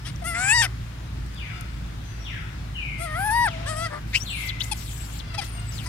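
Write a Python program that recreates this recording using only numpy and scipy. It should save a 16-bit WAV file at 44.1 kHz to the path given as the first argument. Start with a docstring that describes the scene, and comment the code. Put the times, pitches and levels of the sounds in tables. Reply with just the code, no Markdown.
"""Hissing air and a distant motor's hum run throughout; almost at once a baby monkey grunts close to
the left of a phone. It coos, chirps and wheezes: pitched partials pass mouth and throat, and blurred whistles
mix with hiss. Far birds (sliding sines) and monkeys (stacked partials) call through a wood that scatters them
into a tail. Twigs tick as very short bursts; air is shaped noise and the hum is two wavering motor orders."""
import sys
import numpy as np
from scipy import signal
from scipy.fft import rfft, irfft
from scipy.io import wavfile
from scipy.ndimage import uniform_filter1d

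SR = 44100
rng = np.random.default_rng(int(sys.argv[2]) if len(sys.argv) > 2 else 0)


def to_wav(s):
    """Save 16-bit WAV."""
    ch = np.atleast_2d(s).T  # columns
    pcm = np.round(np.clip(ch, -1, 1) * 32767)  # PCM
    wavfile.write(sys.argv[1], SR, pcm.astype(np.int16))


N = 259513  # samples

# Air: relative spectrum (frequency [Hz], density [dB per Hz]), then its overall rms level in dB
AIR_SPECTRUM = [(12, -59), (20, -46), (26, -31), (30, -21), (44, -6), (67, -4), (81, -6), (138, -3),
                (182, -13.5), (318, -19.5), (432, -28), (1480, -27), (2590, -31), (3820, -34),
                (15900, -51.5)]
AIR_DB = -36
# Likeness of the air at the two ports (frequency [Hz], likeness [0-1])
AIR_LIKENESS = [(100, 1), (250, 0.9), (400, 0.7), (700, 0.17), (2000, 0.12), (5000, 0.12), (15000, .1)]
# Balance of the air (frequency [Hz], left over right [dB])
AIR_BALANCE = [(250, -0.5), (400, 0.5), (950, 2.5), (2400, 5), (6000, 5.5), (15000, 3)]
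# Swell of the middle hiss before its band weighting (time [s], level [dB])
AIR_SWELL = [(0, 0.5), (3, 0), (3.6, 7), (4.05, -0.5), (4.55, 3.5), (4.9, -2.5), (5.25, 2.5), (5.88, 0.5)]

# Motor's base rate (time [s], frequency [Hz])
HUM_RATE = [(0, 58.6), (2.301, 55.07), (3.6, 54.5), (5.88, 54.86)]
# Motor orders (multiple of the rate, level before wavering [dB])
HUM_ORDERS = [(1, -37), (2, -42)]
# Far sounds reach the left port first; in the hum and air the bass is nearly in phase below BASS_EVEN_HZ
FAR_LEAD_S, BASS_EVEN_HZ = .00057, 110

# Far bird whistles, levels before the trees
# (start [s], length [s], first pitch [Hz], settling pitch [Hz], slide time [s], peak level [dB])
BIRDS = [(1.332, 0.098, 4900, 4650, 0.042, -55), (1.51, .09, 1340, 1300, .04, -46),
         (1.361, 0.2, 3780, 998, 0.084, -41.5), (2.04, .11, 6200, 5700, 0.093, -55),
         (2.19, .08, 5700, 5640, .04, -51), (2.245, 0.16, 3740, 1206, .06, -36.5),
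         (2.744, 0.29, 3122, 2040, 0.062, -35), (2.37, .09, 1340, 1290, .04, -50),
         (3.85, .08, 1415, 1689, .025, -48), (4.255, .3, 4500, 2030, .042, -35)]
# Bird heard both directly and among the far calls: columns as in BIRDS; then dB added to its direct sound
NEAR_BIRD = (3.47, .13, 4200, 1500, .055, -45)
NEAR_BIRD_DB = 1
# Swell of a bird whistle: peak as a share of its length, ends in dB against the peak
BIRD_PEAK, BIRD_START_DB, BIRD_END_DB = 0.22, -2.5, -15.5
# Far monkey coos, levels before the trees
# (start [s], length [s], first pitch [Hz], last pitch [Hz], first level [dB], last level [dB])
FAR_COOS = [(1.501, 0.16, 722, 684, -51, -77), (2.078, 0.13, 685, 658, -60.5, -69),
            (5.222, 0.1415, 693.4, 669, -59.5, -53), (5.551, 0.097, 714, 692, -49.5, -73)]
# Partials 1 to 7 of a far coo (relative level [dB])
FAR_COO_PARTIALS = [-2.5, -1.5, -1, 2.5, -4, -5, -3]
FAR_DIRECT_DB = -9  # little of a far call arrives unscattered

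# Balance of close sounds (frequency [Hz], left over right [dB])
NEAR_BALANCE = [(600, 11.5), (950, 8.5), (1900, 1.5), (3000, 13.5), (4400, 14.5), (8000, 19), (15000, 21)]
# Phase of close sounds (frequency [Hz], lead of the left [rad])
NEAR_LEAD = [(600, 2.35), (950, 0.56), (1900, 1.33), (3000, 1.46), (6000, 1.8)]
# Twig ticks (time [s], starting level before roughening [dB], pitch [Hz])
TICKS = [(0.1604, -31.5, 5800), (1.2631, -35.5, 8000), (1.3458, -34, 9000), (1.6104, -23, 9240),
         (2.9812, -38, 8670), (4.594, -47, 6450)]
# A duller coo close by (time [s], pitch [Hz], level [dB])
NEAR_COO = [(3.47, 690, -44), (3.56, 648.7, -46), (3.64, 668.5, -44), (3.75, 680, -46), (3.87, 694, -46)]
# Its partials 1 to 5 (relative level [dB])
NEAR_COO_PARTIALS = [-0.5, -14, -16, -22, -26]

# Wheezes through a pinched nose, levels before the passage modes and port balance
# (time [s], whistle pitch [Hz], whistle level [dB], hiss level [dB])
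WHEEZES = [
    [(4.07, 2100, -64, -56), (4.124, 1950, -67, -51), (4.13, 1906, -43.5, -52), (4.158, 2620, -30.5, -40),
     (4.186, 2950, -41.5, -40), (4.188, 3100, -65, -44), (4.196, 5300, -60, -43), (4.224, 5823, -36.5, -47),
     (4.245, 6300, -62, -48), (4.29, 7800, -56, -49), (4.32, 7600, -49, -49), (4.35, 9250, -52, -48.5),
     (4.43, 10500, -56, -43), (4.458, 10000, -66, -42), (4.47, 6650, -61, -39), (4.485, 4800, -48, -42),
     (4.496, 3680, -32, -43), (4.51, 3346, -43, -58)],
    [(4.6, 3060, -42, -46), (4.618, 3577, -31.5, -48), (4.63, 5000, -55, -44), (4.642, 6700, -44, -36.5),
     (4.655, 10300, -60, -45), (4.71, 11000, -64, -48)],
    [(4.74, 7700, -65, -47), (4.774, 7910, -72, -42.5), (4.914, 7400, -66, -42.5), (4.99, 7800, -54, -45),
     (5.1, 7300, -62, -47), (5.17, 7140, -59, -47), (5.182, 8300, -60, -49), (5.195, 5000, -56, -50),
     (5.203, 3500, -41, -52), (5.215, 3466, -54, -59)],
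    [(5.44, 9200, -63, -39), (5.478, 9780, -57, -49), (5.536, 8720, -56, -59), (5.71, 7850, -53, -56),
     (5.718, 6800, -66, -50), (5.726, 5480, -53, -49), (5.772, 4600, -55, -45.5), (5.792, 3400, -45, -48),
     (5.826, 2100, -50, -52), (5.855, 1934, -62, -41)],
]
# Blur of the first nose mode: the lower, the purer (time [s], rate of random change [Hz])
BLUR = [(4.13, 1400), (4.185, 700), (4.205, 300), (4.33, 350), (4.44, 2500), (4.5, 1500), (4.6, 1000),
        (4.67, 2200), (4.9, 900), (5.16, 900), (5.2, 1300), (5.44, 600), (5.5, 120), (5.71, 120),
        (5.73, 800), (5.84, 1300)]
# Modes of the nose passage (multiple of the whistle pitch, relative level [dB])
NOSE_MODES = [(1, 6), (1.85, -1), (2.9, -10)]
# Relative spectrum of the nose hiss (frequency [Hz], density [dB per Hz])
NOSE_HISS = [(1470, -11.5), (2500, -0.5), (3380, 0), (3620, -1.5), (6410, -4), (7830, -1), (9570, -6),
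             (12600, -4), (15800, -12)]

# Vocal folds in the cries (time [s], roughness [0-1], depth of a beat over three cycles [0-1])
FOLDS = [(.24, .05, 0), (.33, .05, 0), (.345, .2, .7), (.38, .15, .7), (.46, .15, .6), (.54, .03, .1),
         (.615, .03, .1), (.625, .5, .8), (.67, .5, .5), (2.98, .07, 0), (3.07, .08, 0), (3.1, .2, 0),
         (3.19, .17, 0), (3.24, .06, 0), (3.45, .03, 0), (3.49, .25, 0), (3.66, .3, 0), (3.7, .06, 0),
         (3.885, .08, 0)]
# Long cries (time [s], pitch [Hz], low partials [dB], mouth opening [0-1], mouth ring [dB],
# bright throat ring [dB], throat ring pitch [Hz])
CRIES = [
    [(.24, 654, -46, 0.1, -45, -49, 8850), (.255, 650, -34.5, .3, -49, -38, 8800),
     (.278, 707, -33.5, 0.41, -41, -37, 9150), (.342, 657, -34.5, 0.42, -52, -48, 8860),
     (.348, 677, -29, .6, -48, -45, 7600), (.395, 719, -30, 0.28, -46.5, -38, 7600),
     (.475, 799, -25.5, 0.51, -46, -34, 7450), (.492, 835, -22, .7, -40, -31, 7600),
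     (.512, 853, -18, 0.81, -37.5, -27, 7600), (.548, 965.5, -21, 0.51, -29.5, -36, 7870),
     (.573, 960, -22, .55, -30, -38, 7760), (.587, 925, -22, .55, -30, -34, 7700),
     (.6, 940, -21, .55, -29, -32, 7650), (.616, 928, -20, 0.52, -30, -32, 7500),
     (.628, 809, -27, 0.54, -30.5, -30.5, 8650), (.652, 752, -27, 0.45, -31, -35, 8800),
     (.67, 626, -35.5, 0.47, -52, -64, 8920)],
    [(2.985, 631, -55, .1, -56, -55, 8790), (3.009, 666, -37.5, 0.12, -47.5, -42, 8730),
     (3.045, 696, -35, .07, -48, -39.5, 8800), (3.085, 619, -37.5, 0.34, -57, -58, 8780),
     (3.14, 611, -33.5, 0.39, -51.5, -54.5, 9550), (3.196, 756, -28.5, 0.17, -55, -42, 10270),
     (3.274, 872, -26.5, 0.13, -49.5, -39.5, 10550), (3.3, 838, -23.5, 0.29, -59, -44, 10000),
     (3.312, 876, -25, 0.1, -49, -34, 10000), (3.352, 945, -21.5, 0.22, -46.5, -44, 10100),
     (3.444, 954, -20.5, 0.26, -41.5, -44, 9280), (3.466, 843, -24, 0.25, -49, -35.5, 9150),
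     (3.49, 621, -28.5, 0.36, -37, -66, 9240)],
    [(3.66, 522, -34.5, 0.38, -48, -51, 8800), (3.676, 583.6, -32.5, 0.59, -41.5, -44, 8250),
     (3.7, 642, -31.5, 0.24, -40, -37.5, 7800), (3.75, 613, -38, .2, -57, -50, 8300),
     (3.77, 629, -35.5, 0.17, -48, -40.5, 8240), (3.848, 685, -30.5, 0.26, -41, -46, 8400),
     (3.87, 639.6, -31.5, 0.45, -41, -50, 8560), (3.885, 626.6, -48, .2, -68, -67, 8630)],
]
# Short bright calls, levels at their peak (start [s], length [s], first pitch [Hz], last pitch [Hz],
# low partials [dB], mouth opening [0-1], mouth ring [dB], throat ring [dB])
CHIRPS = [(0.219, 0.019, 715, 697, -36, 0, -53, -54), (4.713, 0.023, 900, 800, -29.5, 0, -29.5, -30),
          (5.379, .028, 860, 770, -28, .02, -29, -43)]
# Short rough calls, columns as in CHIRPS
GRUNTS = [(.05, 0.057, 609.6, 749, -41.5, 0.56, -38, -47.5), (3.9, 0.097, 591, 602, -34.5, 0.21, -56, -60),
          (5.34, 0.021, 654, 643, -37, 0.42, -38.5, -48), (5.41, .03, 703, 630, -36.5, 0.55, -38.5, -45),
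          (5.855, 0.032, 977, 1000, -38.5, 0.26, -42.5, -45)]
CHIRP_ROUGH, GRUNT_ROUGH = .14, .68  # fold roughness, 0-1
# Swell of a short call: peak as a share of its length, ends in dB against the peak
SHORT_PEAK, SHORT_START_DB, SHORT_END_DB, SHORT_THROAT_HZ = 0.38, -9, -10, 8800
# Mouth resonances (frequency [Hz], width [Hz], relative level [dB])
MOUTH = [(3100, 1380, 5.5), (4880, 970, 3.5), (5800, 1000, -5.5)]
# Throat resonances when the throat ring sits at 9000 Hz (frequency [Hz], width [Hz], relative level [dB])
THROAT = [(9050, 1400, 13.5), (6700, 1000, -8), (11540, 3000, 4)]
# The lowest mouth resonance rises as the mouth opens, with a fall-off on both sides
SHUT_HZ, OPEN_HZ, JAW_DB_PER_KHZ2 = 900, 2696, -15
CHEST_DB = -17  # the fundamental never falls far below the mouth resonance
# A shut mouth favours odd partials: opening where this ends, third in dB against the mouth ring,
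# share of the second lost
SHUT_OPENING, SHUT_THIRD_DB, SHUT_SECOND = .04, -2, .8

EDGE_HZ = 15850  # the recorder's band limit


def amp(db):
    """Amplitude factor of a level in dB."""
    return 10 ** (np.asarray(db) / 20)


def evened(x):
    """Scale to an rms of 1."""
    return x / np.sqrt(np.mean(abs(x) ** 2) + 1e-20)


def read(points, hz):
    """Read a curve at the given frequencies, interpolating over log frequency."""
    f, value = np.transpose(points)
    return np.interp(np.log(hz + 1), np.log(f + 1), value)


def wobble(hz, count):
    """Complex noise smoothed to a bandwidth that may change along the sound; rms 1."""
    steps = np.cumsum(hz * np.ones(count)) / SR
    knots = rng.standard_normal((int(steps[-1]) + 3, 2)) @ [1, 1j]
    knot = steps.astype(int)
    turn = np.pi / 2 * (steps % 1)
    return (knots[knot] * np.cos(turn) + knots[knot + 1] * np.sin(turn)) / np.sqrt(2)


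def played(tables, fade_s):
    """Sample places, a soft gate and the smoothed columns of all the stretches."""
    t, width = np.arange(N) / SR, round(fade_s * SR)
    gate = sum((t >= rows[0][0]) & (t < rows[-1][0]) for rows in tables) * 1.
    gate = uniform_filter1d(gate, width)
    at = np.flatnonzero(gate > 1e-6)
    s, *columns = np.vstack(tables).T
    return at, gate[at], [uniform_filter1d(np.interp(t[at], s, c), width) for c in columns]


def lag(hz):
    """Phase by which the right port trails for the hum and air."""
    return np.exp(-2j * np.pi * hz * FAR_LEAD_S * hz / np.hypot(hz, BASS_EVEN_HZ))


def air():
    """Rumble and hiss as random short-time spectra with faint drifting patches."""
    frames, hz = N // 512 + 5, np.fft.rfftfreq(2048, 1 / SR)
    a, b, c, d, patches = rng.standard_normal((frames, 1025, 5)).T
    patches = evened(uniform_filter1d(uniform_filter1d(patches, 8, 1), 30, 0))
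    same = np.clip(read(AIR_LIKENESS, hz), 0, 1)[:, None]
    left = a + 1j * b
    right = same * left * lag(hz)[:, None] + np.sqrt(1 - same ** 2) * (c + 1j * d)
    # the swell acts mainly from 700 to 6500 Hz
    middle = hz ** 2 / (hz ** 2 + 700 ** 2) / (1 + (hz / 6500) ** 4)
    swell_db = np.outer(middle, np.interp(np.arange(frames) * 512 / SR, *np.transpose(AIR_SWELL)))
    tilt = amp(read(AIR_BALANCE, hz) / 2)[:, None]
    level_db = read(AIR_SPECTRUM, hz)[:, None] + 1.09 * patches + swell_db
    spectra = np.array([left * tilt, right / tilt]) * amp(level_db)
    noise = signal.istft(spectra, nperseg=2048, noverlap=1536)[1][:, :N]
    return amp(AIR_DB) * evened(noise)


def hum():
    """The motor's two lowest orders, each wavering in strength and phase."""
    s, hz = np.transpose(HUM_RATE)
    turn = 2 * np.pi * np.cumsum(np.interp(np.arange(N) / SR, s, hz)) / SR
    left = np.zeros(N)
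    for k, db in HUM_ORDERS:
        waver = 1 + 0.25 * k * wobble(9, N)
        left += amp(db) * np.sqrt(2) * (waver * np.exp(1j * k * turn)).real
    right = irfft(rfft(left) * lag(np.fft.rfftfreq(N, 1 / SR)), N)
    return np.array([left, right])


def trees(x, t60, direct_db):
    """Many trunks scatter a call into a dense dying tail, partly shared by the two ports."""
    t = np.arange(SR) / SR
    a, b = rng.standard_normal((2, SR)) * amp(-60 * t / t60) * (1 - np.exp(-t / 0.0018))
    tail = np.array([a, 0.13 * a + 1.37 * b]) / np.linalg.norm(a)
    tail[:, 0] += amp(direct_db)
    left, right = signal.fftconvolve(x[None], tail, axes=1)[:, :N]
    return np.array([left, amp(-9.0) * np.roll(right, round(FAR_LEAD_S * SR))])


def whistle(start, length, first_hz, settle_hz, slide_s, peak_db):
    """A bird's quick slide that settles, as rows (time [s], pitch [Hz], level [dB])."""
    u = np.linspace(0, 1, 24)
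    hz = settle_hz + (first_hz - settle_hz) * np.exp(-u * length / slide_s)
    swell_db = np.interp(u, [0, BIRD_PEAK, 1], [BIRD_START_DB, 0, BIRD_END_DB])
    return np.transpose([start + u * length, hz, peak_db + swell_db])


def sung(rows, partials):
    """A stack of partials, wavering in pitch and level, along rows (time [s], pitch [Hz], level [dB])."""
    out = np.zeros(N)
    at, gate, (hz, db) = played([rows], fade_s=0.014)
    turn = 2 * np.pi * np.cumsum(hz * (1 + .013 * wobble(120, len(at)).real)) / SR
    level = amp(db + 2.5 * wobble(50, len(at)).real)
    stack = sum(amp(p) * np.sin(k * turn) for k, p in enumerate(partials, 1))
    out[at] = gate * level * stack * np.sqrt(2)
    return out


def far_calls():
    """Sliding sines for the birds, short stacks of partials for the monkeys."""
    birds = sum(sung(whistle(*row), [0]) for row in BIRDS + [NEAR_BIRD])
    coos = [[(s, f0, db0), (s + d, f1, db1)] for s, d, f0, f1, db0, db1 in FAR_COOS]
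    return birds + sum(sung(rows, FAR_COO_PARTIALS) for rows in coos)


def near(x):
    """The phone's body shades the right port from a source on the left."""
    f = np.fft.rfftfreq(N, 1 / SR)
    right = amp(-read(NEAR_BALANCE, f)) * np.exp(-1j * read(NEAR_LEAD, f))
    left = rfft(x) * 2 / abs(1 + right)  # keeps the level of the two ports' mean
    return irfft([left, left * right], N)


def ticks():
    """Each twig gives a very short burst around its own pitch."""
    out, t = np.zeros(N + 400), np.arange(400) / SR
    for (s, db, hz), noise in zip(TICKS, rng.standard_normal((len(TICKS), 400))):
        ring = amp(db - 60 * t / 0.0081) * np.sin(2 * np.pi * hz * t)  # falls 60 dB in 8.1 ms
        out[round(s * SR):][:400] += ring * (.5 + uniform_filter1d(noise, size=7))
    return out[:N]


def near_calls():
    """A dull coo as a stack of partials, and a bird's sliding sine."""
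    return sung(NEAR_COO, NEAR_COO_PARTIALS) + sung(whistle(*NEAR_BIRD), [NEAR_BIRD_DB])


def wheezes():
    """Blurred whistles that slide with the nose opening, and a bright patchy hiss that differs at each port."""
    at, gate, (hz, whistle_db, hiss_db) = played(WHEEZES, fade_s=.007)
    turn = 2 * np.pi * np.cumsum(hz) / SR
    blur_hz = np.interp(at / SR, *np.transpose(BLUR))
    tone = 0
    for k, db in NOSE_MODES:
        damping = 1 + (hz / 3050) ** 14 * (k > 1)  # upper modes vanish under a high whistle
        tone = tone + amp(db) / damping * wobble(k * blur_hz, len(at)) * np.exp(1j * k * turn)
    f, _, z = signal.stft(rng.standard_normal((2, len(at))), SR, nperseg=256)
    patches = rng.standard_normal(z.shape[1:])
    patches = evened(uniform_filter1d(uniform_filter1d(patches, 9, 0), 10, 1))
    shaped = z * amp(read(NOSE_HISS, f)[:, None] + 3.4 * patches)
    hiss = evened(signal.istft(shaped, nperseg=256)[1][:, :len(at)])
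    tones, breath = np.zeros(N), np.zeros((2, N))
    tones[at] = gate * amp(whistle_db + 4 * wobble(80, len(at)).real) * np.sqrt(2) * tone.real
    breath[:, at] = gate * amp(hiss_db) * hiss * amp([[4.0], [-3.0]])  # left, right
    return near(tones) + breath


def short_call(start, length, first_hz, last_hz, low_db, opening, mouth_db, throat_db):
    """Rows like those of a cry: one swell of effort on a straight glide."""
    rows = []
    for u, db in [(0, SHORT_START_DB), (SHORT_PEAK, 0), (1, SHORT_END_DB)]:
        hz = first_hz + u * (last_hz - first_hz)
        rows.append((start + u * length, hz, low_db + db, opening, mouth_db + db, throat_db + db,
                     SHORT_THROAT_HZ))
    return rows


def rings(modes, hz):
    """Gain of a few steep resonances over a faint floor."""
    return sum(amp(db) / (1 + ((hz - f) / (w / 2)) ** 2) ** 1.23 for f, w, db in modes) + amp(-47.0)


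def folds(at):
    """How rough the vocal folds swing, and how deep the beat over three cycles is."""
    shorts = [(row[0] + u * row[1], rough, 0)
              for rows, rough in [(CHIRPS, CHIRP_ROUGH), (GRUNTS, GRUNT_ROUGH)]
              for row in rows for u in (0, 1)]
    s, rough, third = np.transpose(sorted(FOLDS + shorts))
    return [np.clip(np.interp(at / SR, s, c), 0, 1) for c in (rough, third)]


def vocal_tract(hz, low_db, opening, mouth_db, throat_db, throat_hz):
    """Gains of partials 1 to 21: the jaw shapes the lowest three, mouth and throat rings the rest."""
    low, k = np.arange(1, 4)[:, None], np.arange(4, 22)[:, None]
    jaw_hz = SHUT_HZ + opening * (OPEN_HZ - SHUT_HZ)
    jaw = amp(JAW_DB_PER_KHZ2 * ((low * hz - jaw_hz) / 1000) ** 2) + amp(-32) + (low == 1) * amp(CHEST_DB)
    shut = np.clip(2 - 2 * opening / SHUT_OPENING, 0, 1)
    jaw = jaw * (1 - (low == 2) * SHUT_SECOND * shut)
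    third_ring = (low == 3) * shut * amp(mouth_db + SHUT_THIRD_DB)
    lower = amp(low_db) * jaw / np.linalg.norm(jaw, axis=0) + third_ring
    mouth = rings(MOUTH, k * hz)
    throat = rings(THROAT, k * hz * 9000 / throat_hz) / (1 + (k * hz / 13200) ** 12)
    upper = amp(mouth_db) * mouth / np.linalg.norm(mouth, axis=0)
    upper = upper + amp(throat_db) * throat / np.linalg.norm(throat, axis=0)
    return [*lower, *upper]


def baby():
    """Partials on one pitch; rough folds blur each partial, and all pass mouth and throat."""
    calls = sorted(CRIES + [short_call(*row) for row in CHIRPS + GRUNTS])
    at, gate, (hz, *tract) = played(calls, fade_s=.005)
    rough, third = folds(at)
    turn = 2 * np.pi * np.cumsum(hz * (1 + 0.00626 * wobble(89.9, len(at)).real)) / SR
    out = np.zeros(N)
    for order, gain in enumerate(vocal_tract(hz, *tract), 1):
        blur = rough ** (6 / (order + 1))  # high partials smear first
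        patchy = amp(min(.9 * (order - 1), 4) * wobble(35, len(at)).real)  # and come and go
        beat = 1 + third * min(order / 5, 1) * (np.cos(turn / 3) + .5 * np.cos(2 * turn / 3 + order))
        swing = np.sqrt(1 - blur) + np.sqrt(blur) * wobble(1.5 * hz, len(at))
        partial = (swing * np.exp(1j * (order * turn + 0.4 * order ** 2))).real
        out[at] += np.sqrt(2) * gain * patchy * beat * partial
    out[at] *= gate
    return out


def scene():
    """Air, hum and far calls behind the close sounds, which the trees also scatter faintly."""
    close = baby() + ticks() + near_calls()
    far = amp(7.0) * trees(far_calls(), t60=0.9, direct_db=FAR_DIRECT_DB)
    scattered = amp(-16.5) * trees(close, t60=0.19, direct_db=-40)
    return air() + hum() + far + scattered + near(close) + wheezes()


def record(dry):
    """The small microphones lose the deepest bass; then the recorder's band limit."""
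    thin = signal.sosfilt(signal.butter(4, 32, "highpass", fs=SR, output="sos"), dry)
    band_limit = signal.firwin(511, EDGE_HZ, window=("kaiser", 9), fs=SR)
    return signal.oaconvolve(thin, band_limit[None], "same")


dry = scene()
out = record(dry)
to_wav(out)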